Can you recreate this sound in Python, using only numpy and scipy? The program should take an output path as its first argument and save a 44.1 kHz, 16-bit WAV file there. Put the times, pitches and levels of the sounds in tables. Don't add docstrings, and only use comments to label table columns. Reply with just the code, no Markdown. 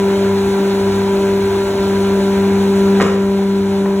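import sys
import numpy as np
from scipy import signal
from scipy.fft import rfft, irfft
from scipy.io import wavfile
from scipy.ndimage import uniform_filter1d

SR = 44100
rng = np.random.default_rng(int(sys.argv[2]) if len(sys.argv) > 2 else 0)


def wav_out(sig):
    wavfile.write(sys.argv[1], SR, np.round(np.clip(np.atleast_2d(sig).T, -1, 1) * 32767).astype(np.int16))


N = 176400
T = np.arange(N) / SR
FREQS = np.maximum(np.arange(N // 2 + 1) * SR / N, 1)
SPINDLE_HZ, FAN_BLADE_HZ, MAINS_HUM_HZ = 98.277, 295.78, 100.1

# (time [s], level [dB])
KNIFE_ENVELOPE = [(0.0, -16.5), (0.02, -18), (1.42, -20), (1.47, -22.5), (1.52, -22.5), (1.76, -25.5),
                  (1.82, -19.5), (2.38, -15.5), (2.96, -13.5)]
# (time [s], level [dB])
KNIFE_OCTAVE_ENVELOPE = [(0.0, -16.5), (0.06, -15.5), (1.01, -17), (1.26, -15), (1.76, -17.5),
                         (2.52, -16.5), (2.96, -14.5)]
# (rough frequency [Hz], level [dB], flutter [dB])
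CUTTER_PARTIALS = [(98, -37.5, 1.5), (590, -38, 1.5), (786, -43, 4.5), (983, -32, 1.16), (1179, -55, 0.5),
                   (1376, -42.5, 3.3), (1572, -43, 1.7), (1966, -53, -0.5), (2162, -49, 3),
                   (2359, -49.5, 3), (2555, -56, 3.5), (2948, -51, 0), (3145, -57, 6.5), (3341, -56, 0),
                   (3931, -52, 3), (6320, -59, 2)]
# (time [s], level [dB])
FAN_OCTAVE_ENVELOPE = [(0, -36), (.7, -38.5), (1.7, -35), (2.3, -33.5), (2.75, -40.5), (3.3, -32.5),
                       (4, -31)]
# (frequency [Hz], noise density [dB])
AIR_SPECTRUM = [(25, -82), (35, -79), (48, -59), (75, -52), (135, -59.5), (230, -55), (370, -51.5),
                (470, -55.5), (550, -58), (720, -56.5), (930, -57), (1130, -64), (1550, -62.5), (1850, -67),
                (2300, -67.5), (3200, -71), (3620, -68.5), (3950, -70.5), (4250, -68), (4800, -78),
                (5900, -75), (6300, -75), (7300, -78), (8400, -76.5), (10000, -81), (12500, -84.5),
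                (15500, -84.5)]
# (frequency [Hz], depth [dB])
AIR_FLICKER = [(60, 1.5), (300, 1.05), (1200, 1), (4000, 0.96), (12000, 0.6)]
# (frequency [Hz], relative level [dB])
CRACK_SPECTRUM = [(60, -26), (170, 3.5), (520, 11), (900, 2.5), (1300, 1.5), (2500, -5.5), (3600, -10.5),
                  (6400, -12), (8000, -13), (14000, -22)]
# (time [s], gain [dB], low-pass cutoff [Hz])
TIMBER_HITS = [(3.0004, -2, 2600), (3.0088, 0, 5460), (3.0165, 0, 7940), (3.024, -2, 9000),
               (3.042, -16, 1500), (3.064, -1.5, 2000), (3.082, -21.5, 2000), (3.858, -6.5, 1600)]
# (frequency [Hz], relative level [dB], T60 [s])
TIMBER_MODES = [(175, -20, .12), (257, -22, 0.054), (447, -13.5, 0.052), (513, -16, .035),
                (658, -16.5, 0.036), (820, -18.5, 0.031), (1030, -17, 0.056), (1203, -18, .03),
                (1346, -16, 0.026), (1570, -24, 0.034), (1880, -17.5, 0.04), (2210, -24, .035),
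                (2520, -22.5, .04), (2875, -23.5, 0.032), (3740, -27, 0.033)]
# (frequency [Hz], coherence [0-1])
MIC_COHERENCE = [(60, .999), (380, 0.99), (600, 0.44), (900, .62), (1300, .78), (2000, 0.58), (4000, 0.92),
                 (4800, 1), (5800, 0.5), (9000, 1), (15000, .8)]
# (frequency [Hz], left minus right [dB])
MIC_BALANCE = [(60, -0.5), (200, 1.2), (800, 0.66), (1300, 0.5), (2000, -2), (4000, 0.5), (15000, 0)]
# (frequency [Hz], lead of the left [rad])
MIC_PHASE_LEAD = [(50, 0), (1800, 0), (2100, .7), (3000, 1.3), (3600, 1.3), (4200, 2.3), (4850, 3.14),
                  (5300, 4.0), (6300, 5.7), (7400, 6.9), (8200, 8.3), (8900, 9.42), (9800, 10.7),
                  (11000, 12.5), (12200, 14.2), (13050, 15.7), (14000, 17.1), (15200, 18.8)]


def from_db(db):
    return 10 ** (np.asarray(db) / 20)


def at_hz(points, hz=FREQS):
    f, value = np.transpose(points)
    return np.interp(np.log(hz), np.log(f), value)


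def drift(rate_hz):
    slow = irfft(rfft(rng.standard_normal(N)) / (1 + (FREQS / rate_hz) ** 2), N)
    return (slow - slow.mean()) / slow.std()


def low_pass(x, hz, order=2):
    return signal.sosfilt(signal.butter(order, hz, fs=SR, output="sos"), x)


def microphones(sound, diffuse=None):
    sides, pair = np.array([[1], [-1]]), rfft(sound)
    if diffuse is not None:
        alike = at_hz(MIC_COHERENCE)
        pair = np.sqrt((1 + alike) / 2) * pair + np.sqrt((1 - alike) / 2) * rfft(diffuse) * sides
    balance = from_db(sides * at_hz(MIC_BALANCE) / 2)
    right_lag = np.exp(1j * at_hz(MIC_PHASE_LEAD) * np.array([[0], [-1]]))
    return irfft(pair * balance * right_lag, N)


def tone(rms_db, phase):
    return -np.sqrt(2) * from_db(rms_db) * np.cos(phase)


def cutter_block():
    speed_wander = 0.00017 * drift(1.5)
    angle = 2 * np.pi * SPINDLE_HZ * (T + np.cumsum(speed_wander) / SR)
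    out, settled_s = 0, 3.4
    for harmonic, envelope, settled_db in [(2, KNIFE_ENVELOPE, -12.5), (4, KNIFE_OCTAVE_ENVELOPE, -14.5)]:
        db = np.interp(T, *np.transpose(list(envelope) + [(settled_s, settled_db)]))
        out += tone(db + 0.4 * drift(4.7), harmonic * angle)
    for hz, db, flutter_db in CUTTER_PARTIALS:
        harmonic = round(hz / SPINDLE_HZ)
        phase = harmonic * angle + rng.uniform(0, 2 * np.pi) * (harmonic > 7)
        out += tone(db + flutter_db * drift(9.6), phase + 0.097 * drift(5))
    return microphones(out)


def hum_and_fan():
    out = tone(-40 + 3.3 * drift(2.8), 2 * np.pi * FAN_BLADE_HZ * T)
    hum_db, octave_db = -33, np.interp(T, *np.transpose(FAN_OCTAVE_ENVELOPE))
    for hz, db, beat_crest_s in [(MAINS_HUM_HZ, hum_db, .36), (2 * FAN_BLADE_HZ, octave_db, .165)]:
        beat_hz = hz - SPINDLE_HZ * round(hz / SPINDLE_HZ)
        out += tone(db, 2 * np.pi * (hz * T - beat_hz * beat_crest_s))
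    return microphones(out)


def air_rush():
    noise = rfft(rng.standard_normal((2, N))) * from_db(at_hz(AIR_SPECTRUM)) * np.sqrt(SR / 2)
    octaves = np.round(np.log2(np.maximum(FREQS, 60) / 1000))
    out, surge_db = 0, 0.19 * drift(6.9)
    for octave in np.unique(octaves):
        band = octaves == octave
        flicker_db = at_hz(AIR_FLICKER, FREQS[band].mean()) * drift(14)
        out += irfft(noise * band, N) * from_db(surge_db + flicker_db)
    return microphones(*out)


def wood_mode(click, hz, t60):
    r, w = np.exp(-np.log(1000) / (t60 * SR)), 2 * np.pi * hz / SR
    return signal.lfilter([0, np.sin(w)], [1, -2 * r * np.cos(w), r * r], click + 1e-18)


def timber_knocks(crack_decay_s=0.0048):
    out, length = np.zeros(N), SR // 2
    age = T[:length]
    click = 1. * (age == 0)
    grit = irfft(rfft(rng.standard_normal(N)) * from_db(at_hz(CRACK_SPECTRUM) - 3), N)
    for time_s, hit_db, cutoff_hz in TIMBER_HITS:
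        start = int(time_s * SR)
        hit = np.roll(grit, -start)[:length] * np.exp(-age / crack_decay_s)
        for hz, mode_db, t60 in TIMBER_MODES:
            strength = from_db(mode_db + rng.normal(0, 2.1)) * rng.choice([-1, 1])
            hit += strength * wood_mode(click, hz, t60)
        out[start:start + length] += (from_db(hit_db) * low_pass(hit, cutoff_hz))[:N - start]
    return out


def workshop_reverb(sound, t60=0.75, predelay_s=.012):
    age = T[:SR]
    tail = rng.standard_normal((2, SR)) * np.exp(-np.log(1000) * age / t60) * (age > predelay_s)
    tail /= np.sqrt(np.sum(tail[0] ** 2))
    return microphones(*signal.fftconvolve(sound[None], tail)[:, :N])


def scene():
    bed = cutter_block() + hum_and_fan() + air_rush()
    knocks = timber_knocks()
    return bed + microphones(knocks) + workshop_reverb(knocks)


def record(dry):
    threshold_db, max_cut_db, attack_s, release_db_per_s = -21, 4, 0.015, 0.1
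    treble = signal.sosfilt(signal.butter(4, 1100, "high", fs=SR, output="sos"), dry.mean(0))
    treble_db = 10 * np.log10(np.abs(uniform_filter1d(treble ** 2, size=600)) + 1e-12)
    cut_db = np.clip(treble_db - threshold_db, 0, max_cut_db)
    held_db = np.maximum.accumulate(cut_db + release_db_per_s * T) - release_db_per_s * T
    ducked = dry * from_db(-low_pass(held_db, 1 / (2 * np.pi * attack_s), order=1))
    soft_clipped = ducked / (1 + np.abs(ducked / .97) ** 8) ** (1 / 8)
    return signal.sosfilt(signal.ellip(10, .1, 90, 15800, fs=SR, output="sos"), soft_clipped)


dry = scene()
out = record(dry)
wav_out(out)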